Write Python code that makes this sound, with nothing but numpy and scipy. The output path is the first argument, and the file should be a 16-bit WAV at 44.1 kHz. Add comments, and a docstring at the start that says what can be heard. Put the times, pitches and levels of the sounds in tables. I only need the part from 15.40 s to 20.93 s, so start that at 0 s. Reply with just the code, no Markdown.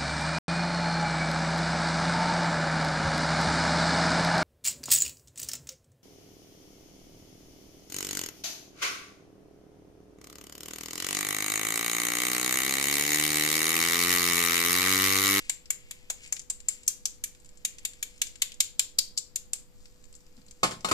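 """A table knife taps round a hard-boiled egg held over a plate; each tap is a swarm of tiny shell
fractures with a brief ring of the blade. Loose flakes crackle between taps and fingers scrape the shell.
At the end the knife is laid down with a clatter, ringing its handle and the worktop.
A fridge hums in the hard-walled kitchen. Two microphone ports listen from above; the left one has
a sharp resonance."""
import sys
import numpy as np
from scipy import signal
from scipy.fft import rfft, irfft
from scipy.io import wavfile
from scipy.ndimage import uniform_filter1d

SR = 44100
rng = np.random.default_rng(int(sys.argv[2]) if len(sys.argv) > 2 else 0)


def waveform_to_disk(signal):
    """Save audio, clipped to [-1, 1], as 16-bit WAV at the path in sys.argv[1]."""
    frames = np.transpose(np.atleast_2d(signal))
    scaled = np.clip(frames, -1, 1) * 32767
    samples = np.round(scaled).astype(np.int16)
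    wavfile.write(sys.argv[1], SR, samples)


N = 243873

# knife on shell: start_s, snap_db, body_db, crunch_db, crunch_hz, tick_db, fracture_t60_s, patch_hz
SHELL_TAPS = [(0.0957, -21, -49, -25, 2750, -28.5, 0.01, 7600),
              (0.3042, -21.5, -48.5, -30.5, 2380, -24, 0.013, 6980),
              (0.5098, -36, -59, -35.5, 2880, -34, 0.019, 6800),
              (0.6999, -27.5, -41, -32, 3080, -32.5, 0.04, 6700),
              (0.9243, -22, -46, -38, 2500, -33, 0.0083, 6700),
              (1.0993, -25, -55.5, -42, 3430, -38, 0.038, 7900),
              (1.2853, -19, -55, -41, 2660, -31.5, 0.0063, 7560),
              (1.478, -17, -59, -26.5, 4650, -19, 0.018, 6200),
              (1.6552, -21.5, -53, -26.5, 4350, -28.5, 0.0094, 6130),
              (1.8385, -26, -77, -32, 2900, -25.5, 0.02, 6200),
              (2.2498, -21.5, -57, -27, 2970, -24, 0.011, 6600),
              (2.4508, -24.5, -51.5, -28.5, 3240, -26.5, 0.011, 7200),
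              (2.627, -27.5, -57, -28, 3000, -28, 0.013, 6800),
              (2.817, -21, -53, -21.5, 3150, -22.5, 0.012, 6060),
              (3.0195, -21, -48, -18.5, 3220, -21.5, 0.016, 6970),
              (3.2039, -18, -69, -16.5, 3800, -19, 0.017, 6930),
              (3.3945, -18, -46, -17, 3840, -21, 0.0054, 7250),
              (3.587, -23.5, -49, -14.5, 4540, -19, 0.0095, 4600),
              (3.7756, -34, -58, -22.5, 5460, -34, 0.031, 7500),
              (3.9583, -25.5, -59.5, -30.5, 4100, -28.5, 0.013, 6820),
              (4.1326, -23, -53, -30.5, 4040, -30.5, 0.0097, 8300)]
# flakes breaking or shifting: start_s, bright_db, dull_db, patch_hz
SHELL_FLAKES = [(0.2565, -49, -51.5, 5250), (0.8348, -48, -50, 6540), (0.8603, -47, -51, 7290),
                (0.875, -46, -64, 7700), (0.9663, -43, -37.5, 5860), (0.9934, -33.5, -71, 6230),
                (0.9984, -46, -46, 7090), (1.0156, -45, -70, 6840), (1.2026, -44, -51, 7370),
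                (1.4328, -47, -57, 7430), (1.465, -49, -66, 7400), (1.739, -55, -72, 6800),
                (1.9489, -52.5, -54, 7490), (2, -55, -77, 7700), (2.0462, -51, -61, 7400),
                (2.0588, -50, -61, 7520), (2.0906, -51, -59.5, 7640), (2.1728, -49.5, -72, 6960),
                (2.384, -43.5, -44.5, 6300), (2.3923, -49, -62, 7570), (2.534, -46, -51, 7430),
                (2.7783, -51.5, -65, 6300), (2.869, -39.5, -47, 6800), (2.956, -47.5, -46, 7230),
                (3.119, -41.5, -42, 3220), (3.141, -44.5, -61, 6800), (3.4906, -55.5, -61, 7410),
                (3.784, -29.5, -58, 7250), (4.456, -52.5, -51.5, 5100), (4.64, -54, -58.5, 7470),
                (4.6534, -59, -67, 6800), (4.7265, -51.5, -61, 7650), (4.74, -56, -59, 4500),
                (4.751, -46, -76, 7180), (4.763, -52, -73, 7520), (4.805, -57, -77, 5500),
                (4.865, -58, -64, 5480), (4.967, -56.5, -67, 4400), (5.016, -64, -64, 4470),
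                (5.0636, -57, -62, 7160), (5.083, -54, -62, 4200), (5.11, -43, -54.5, 6750),
                (5.407, -47.5, -53, 5730)]
# dying tail of an earlier tap, then fingers on the shell: time_s, crackle_db, scrape_db
RUSTLE_LEVELS = [(0, -54.5, -52), (.25, -78, -72), (.5, -66.5, -62), (.75, -71, -68), (.85, -52.5, -52),
                 (1.05, -98, -104), (1.3, -63, -60), (1.7, -73, -86), (2.4, -69.5, -66.5), (2.9, -62, -66),
                 (3.3, -81, -83), (4.25, -84, -84.5), (4.4, -67, -82), (4.9, -72.5, -78), (5.53, -66, -74)]
# knife on worktop: start_s, ring_db, thud_db, rattle_db, pan_db
KNIFE_CONTACTS = [(4.977, -72, -52.5, -61.5, -2), (5.2315, -9.5, -35, -22.5, -1.5),
                  (5.266, -51, -39, -46, -6.5), (5.309, -61, -46, -37, -0.5), (5.321, -53, -42.5, -53, -1),
                  (5.364, -63, -50, -59, 0), (5.446, -19, -59, -28.5, 4), (5.486, -43, -47, -30.5, -3.5),
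                  (5.513, -15, -28.5, -25.5, 3)]
# handle and worktop modes: pitch_hz, level_db, t60_s
CLATTER_MODES = [(131.4, -23.5, 0.49), (186, -9.5, 0.18), (241, -15.5, 0.098), (313, -15, 0.14),
                 (671, -6, 0.13), (757, -7, 0.11), (882, -11, 0.17), (1063, 0, 0.066), (1100, -5, 0.075),
                 (1160, -6, 0.14), (1255, 6.5, 0.065), (1340, -1, 0.062), (1700, -32, 0.072),
                 (2185, -4.5, 0.048), (2550, -13, 0.072), (3670, -2, 0.033), (4500, -38, 0.028),
                 (4900, -33, 0.035)]
# wall echo decay: freq_hz, t60_s
WALL_DECAY = [(150, 0.52), (1000, 0.3), (4000, 0.31), (14000, 0.2)]
# wall echo stereo image: freq_hz, correlation
WALL_CORRELATION = [(100, 0.99), (300, 1), (1000, 0.082), (3000, 0)]
# room noise spectrum: freq_hz, density_db
ROOM_SPECTRUM = [(10, 8), (20, -8), (40, -9.5), (100, -18), (200, -19.5), (450, -28), (700, -32),
                 (1200, -35.5), (2500, -38.5), (5000, -40), (9000, -53.5), (14000, -39)]
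# room noise stereo image: freq_hz, correlation
ROOM_CORRELATION = [(20, 0.13), (130, 0.37), (300, 0.46), (700, 0), (1400, 0.07), (15000, 0.048)]
# left port response: centre_hz, width_hz, gain_db
LEFT_PORT_PEAKS = [(7400, 1200, 10.5), (10400, 3000, -8), (4800, 900, 4), (2250, 500, 2), (1200, 400, 1)]
# right port response: centre_hz, width_hz, gain_db
RIGHT_PORT_PEAKS = [(144, 560, 1), (790, 77, 0.5), (4200, 8800, -2.5), (9120, 1050, 8), (14600, 670, 1)]

TAP_BANDS_HZ = [350, 800, 1400, 2300, 3500, 5000, 7200, 9800, 13000]
FLAKE_BANDS_HZ = [7000, 2500]   # bright, dull
CLATTER_BANDS_HZ = [60, 160, 420, 900, 3500, 7500]   # boom, thud, four rattle bands
RATTLE_OFFSETS_DB = [-7.5, -4.5, -1.5, -4.5]
LEAD_SAMPLES = 128   # silence ahead of each short sound


def knife_taps(knock_hz=2300):
    """The blade knocks, rings and fractures the shell; crumbs follow."""
    start_s, snap_db, body_db, crunch_db, crunch_hz, tick_db, t60_s, patch_hz = np.transpose(SHELL_TAPS)
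    snap = band_power(snap_db, centre_hz=7200, fall_db_per_oct=(26.5, 31))
    body = band_power(body_db, centre_hz=800, fall_db_per_oct=(11.5, 3.5))
    crunch = band_power(crunch_db, crunch_hz, fall_db_per_oct=(22.5, 15))
    tick = band_power(tick_db, centre_hz=11300, fall_db_per_oct=(32, 5))
    knock = band_power(snap_db - 19.5, knock_hz, fall_db_per_oct=(20, 34.5))
    bands_db = 10 * np.log10(snap + body + crunch + tick + knock)
    crumbling = crumbs(start_s, snap_db)
    cracks = swarm(bands_db, TAP_BANDS_HZ, t60_s, rise_s=0.00041, per_s=15000, patch_hz=patch_hz)
    ring = blade_ring(bands_db[:, TAP_BANDS_HZ.index(knock_hz)])
    direct, near = place(cracks + ring, start_s, pan_db=np.full(len(start_s), -1.4))
    return np.array([direct + crumbling, near])


def band_power(peak_db, centre_hz, fall_db_per_oct):
    """Power per tap band of a spectral hump."""
    below, above = fall_db_per_oct
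    octaves = np.log2(np.array(TAP_BANDS_HZ) / np.reshape(centre_hz, (-1, 1)))
    return from_db(peak_db[:, None] - np.where(octaves < 0, -below, above) * octaves) ** 2


def swarm(bands_db, bands_hz, t60_s, rise_s, per_s, patch_hz=0, size=8192):
    """One dying burst of clicks per contact, its peak level set band by band."""
    t = np.clip(np.arange(size) - LEAD_SAMPLES, 0, size) / SR
    freq_hz = np.fft.rfftfreq(size, 1 / SR)
    attack = (1 - np.exp(-t / rise_s)) ** 2
    decay = from_db(-60 * t / np.reshape(t60_s, (-1, 1)))
    first_break = 1 + from_db(9 - 60 * t / 0.007)
    spectrum = rfft(grit((len(bands_db), size), per_s, spread_db=3) * attack * decay * first_break)
    spectrum /= np.sqrt(uniform_filter1d(np.abs(spectrum) ** 2, size=size // 100))   # flatten
    detune_hz = freq_hz - np.reshape(patch_hz, (-1, 1))
    spectrum *= 1 + from_db(6.5) / (1 + 2j * detune_hz / 900)   # struck patch rings, 900 Hz wide
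    octaves, centres = np.log2(freq_hz + 1), np.log2(np.sort(bands_hz))
    knots = np.r_[centres[0] - 1.2, centres, centres[-1] + 1.09]
    out = 0
    for level_db, hz in zip(np.transpose(bands_db), bands_hz):
        triangle = np.interp(octaves, knots, knots == np.log2(hz))
        part = irfft(spectrum * triangle, size)
        peak = np.sqrt(2 * uniform_filter1d(part ** 2, size=88).max(axis=1))
        out = out + part * (from_db(level_db) / peak)[:, None]
    return out


def grit(shape, per_s, spread_db):
    """Random clicks of uneven size and sign."""
    sizes = from_db(spread_db * np.minimum(rng.exponential(1, shape), 4))
    signs = rng.choice([-1, 1], shape)
    return sizes * signs * (rng.random(shape) < per_s / SR) + 1e-9


def blade_ring(level_db, pitch_hz=2260, offset_db=-6, t60_s=0.046, size=8192):
    """Each tap makes the knife blade ring briefly."""
    t = np.clip(np.arange(size) - LEAD_SAMPLES, 0, size) / SR
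    return from_db(level_db[:, None] + offset_db - 60 * t / t60_s) * np.sin(2 * np.pi * pitch_hz * t)


def crumbs(start_s, snap_db, offset_db=-24, t60_s=0.26):
    """The shell goes on crumbling after each tap: sparse, fading crackle."""
    kicks = np.zeros(N)
    kicks[(start_s * SR).astype(int)] = from_db(snap_db + offset_db)
    envelope = signal.lfilter([1], [1, -from_db(-60 / t60_s / SR)], kicks + 1e-18)
    return envelope * rms_one(band(grit(N, per_s=250, spread_db=1.5), 2000, 12000))


def flakes():
    """Loose flakes break or shift all round the egg."""
    start_s, bright_db, dull_db, patch_hz = np.transpose(SHELL_FLAKES)
    pan_db = rng.normal(-0.5, 3, len(start_s))
    ticks = swarm(np.c_[bright_db, dull_db], FLAKE_BANDS_HZ, t60_s=0.0051, rise_s=0.00082,
                  per_s=9100, patch_hz=patch_hz, size=2048)
    return place(ticks, start_s, pan_db)


def shell_rustle():
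    """An earlier tap's tail dies at the start; then fingers crackle and scrape the shell."""
    time_s, crackle_db, scrape_db = np.transpose(RUSTLE_LEVELS)
    t = np.arange(N) / SR
    crackle = rms_one(band(grit(N, per_s=770, spread_db=0), 3800, 8500))
    scrape = rms_one(band(grit(N, per_s=2800, spread_db=1.5), 1950, 3220))
    crackle *= from_db(np.interp(t, time_s, crackle_db))
    scrape *= from_db(np.interp(t, time_s, scrape_db))
    return crackle + scrape


def knife_down(boom_offset_db=-14.5):
    """Each contact rings the handle and worktop modes, thuds and rattles the blade."""
    start_s, ring_db, thud_db, rattle_db, pan_db = np.transpose(KNIFE_CONTACTS)
    pitch_hz, mode_db, t60_s = np.transpose(CLATTER_MODES)
    t = np.arange(12000)[:, None] / SR
    modes = np.sin(2 * np.pi * pitch_hz * t) * from_db(mode_db - 60 * t / t60_s)
    shape = (len(start_s), len(pitch_hz))
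    strengths = from_db(rng.normal(0, 1, shape)) * rng.choice([-1, 1], shape)
    rings = np.pad(strengths @ modes.T, ((0, 0), (LEAD_SAMPLES, 0)))
    rings *= (from_db(ring_db) / np.abs(rings).max(axis=1))[:, None]
    ringing = place(rings, start_s, pan_db)
    bands_db = np.c_[thud_db + boom_offset_db, thud_db, rattle_db[:, None] + RATTLE_OFFSETS_DB]
    jolts = swarm(bands_db, CLATTER_BANDS_HZ, t60_s=0.16, rise_s=0.00044, per_s=7200)
    return ringing + place(jolts, start_s, pan_db)


def place(sounds, start_s, pan_db, near_db=0.5, t60_s=0.035, scatter_hz=497, size=3000):
    """Stereo direct sound and near echoes off plate, hands and worktop, new for each event."""
    t = np.arange(size) / SR
    echoes = grit((len(start_s), 2, size), per_s=6000, spread_db=2)
    echoes *= from_db(-60 * t / t60_s) * np.clip(t / 0.001, 0, 1)
    echoes *= from_db(near_db) / np.sqrt(np.sum(echoes ** 2, axis=2, keepdims=True))
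    # long waves pass round hands and plate unchanged
    low = signal.sosfilt(signal.butter(1, scatter_hz, fs=SR, output="sos"), sounds)[:, None]
    high = (sounds[:, None] - low) * pan_gains(pan_db).T[:, :, None]
    direct, near = low + high, signal.fftconvolve(high, echoes, axes=2)
    out = np.zeros((2, 2, N))   # path, channel, sample
    for path, events in zip(out, (direct, near)):
        for onset_s, sound in zip(start_s, events):
            i = round(onset_s * SR) - LEAD_SAMPLES
            path[:, i:i + sound.shape[1]] += sound[:, :N - i]
    return out


def wall_echoes(x, level_db=-10.5, rise_s=0.009, size=26000):
    """Hard walls return a tail that dies band by band."""
    t = np.arange(size) / SR
    edges_hz = 70 * 2 ** np.arange(0, 8.1)
    attack = np.clip(t / rise_s, 0, 1)
    tail = stereo_noise(edges_hz, size, WALL_CORRELATION,
                        lambda hz: from_db(-60 * t / at_hz(WALL_DECAY, hz)) * attack)
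    return from_db(level_db) / np.sqrt(size) * signal.fftconvolve(x, tail, axes=1)[:, :N]


def fridge(pitch_hz=494.6, rms_db=-72.5, pan_db=8.5):
    """The motor hums on one steady tone."""
    tone = np.sqrt(2) * np.sin(2 * np.pi * pitch_hz * np.arange(N) / SR)
    return from_db(rms_db) * pan_gains([pan_db]) * tone


def room_tone(rms_db=-53.5):
    """Steady rumble and hiss in half-octave bands."""
    edges_hz = 7 * 2 ** np.arange(0, 11.6, 0.5)
    air = stereo_noise(edges_hz, N + SR, ROOM_CORRELATION, lambda hz: from_db(at_hz(ROOM_SPECTRUM, hz)))
    return from_db(rms_db) * air[:, SR:]


def stereo_noise(edges_hz, size, correlation, gain, top_hz=14350):
    """Noise bands, each with its own gain and left-right correlation; total rms 1."""
    white, out = rng.standard_normal((2, 2, size)), 0
    for k, (low_hz, high_hz) in enumerate(zip(edges_hz, edges_hz[1:])):
        mid, side = band(white[k % 2], low_hz, high_hz)   # adjacent bands are independent
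        hz = np.sqrt(low_hz * high_hz)
        alike = at_hz(correlation, hz)
        out = out + gain(hz) * (np.sqrt(1 + alike) * mid + np.sqrt(1 - alike) * side * [[1], [-1]])
    return rms_one(signal.sosfilt(signal.ellip(8, 1, 50, top_hz, fs=SR, output="sos"), out))


def mic_port(x, peaks):
    """Port resonances and dips as a chain of peaking filters."""
    for hz, width_hz, gain_db in peaks:
        a, w = from_db(gain_db / 2), 2 * np.pi * hz / SR
        alpha = np.sin(w) * width_hz / hz / 2
        x = signal.lfilter([1 + alpha * a, -2 * np.cos(w), 1 - alpha * a],
                           [1 + alpha / a, -2 * np.cos(w), 1 - alpha / a], x)
    return x


def from_db(db):
    """Decibels to gain."""
    return 10 ** (np.asarray(db) / 20)


def rms_one(x):
    """Scale to rms 1."""
    return x / np.sqrt(np.mean(x ** 2) + 1e-20)


def at_hz(table, hz):
    """Table lookup on a log frequency axis."""
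    freq_hz, values = np.transpose(table)
    return np.interp(np.log(hz), np.log(freq_hz), values)


def band(x, low_hz, high_hz):
    """Band-pass."""
    return signal.sosfilt(signal.butter(2, [low_hz, high_hz], "band", fs=SR, output="sos"), x)


def pan_gains(pan_db):
    """Left and right gains; positive is left."""
    return from_db(np.outer([0.5, -0.5], pan_db))


def scene(right_lag_s=0.00018):
    """Egg and knife in the kitchen, nearer the left port: the right lags."""
    direct, near = knife_taps() + flakes()
    direct += shell_rustle()
    knife_direct, knife_near = knife_down()
    direct += knife_direct
    left, right = direct + wall_echoes(direct) + near + knife_near
    late_right = np.interp(np.arange(N) - round(right_lag_s * SR), np.arange(N), right)
    return np.array([left, late_right]) + fridge() + room_tone()


def record(dry):
    """Each port colours its side; peaks are rounded; the top treble steps down, slopes off and is cut."""
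    ceiling, shoulder_hz, cutoff_hz = 0.8, 14350, 16540
    heard = np.array([mic_port(dry[0], LEFT_PORT_PEAKS), mic_port(dry[1], RIGHT_PORT_PEAKS)])
    rounded = ceiling * np.tanh(heard / ceiling)
    above_hz = np.fft.rfftfreq(N, 1 / SR) - shoulder_hz
    treble_db = -12 * np.clip(above_hz / 300, 0, 1) - 26 * np.clip(above_hz / 2200, 0, 1)
    dulled = irfft(rfft(rounded) * from_db(treble_db), N)
    return signal.sosfilt(signal.cheby2(12, 70, cutoff_hz, fs=SR, output="sos"), dulled)


dry = scene()
out = record(dry)
waveform_to_disk(out)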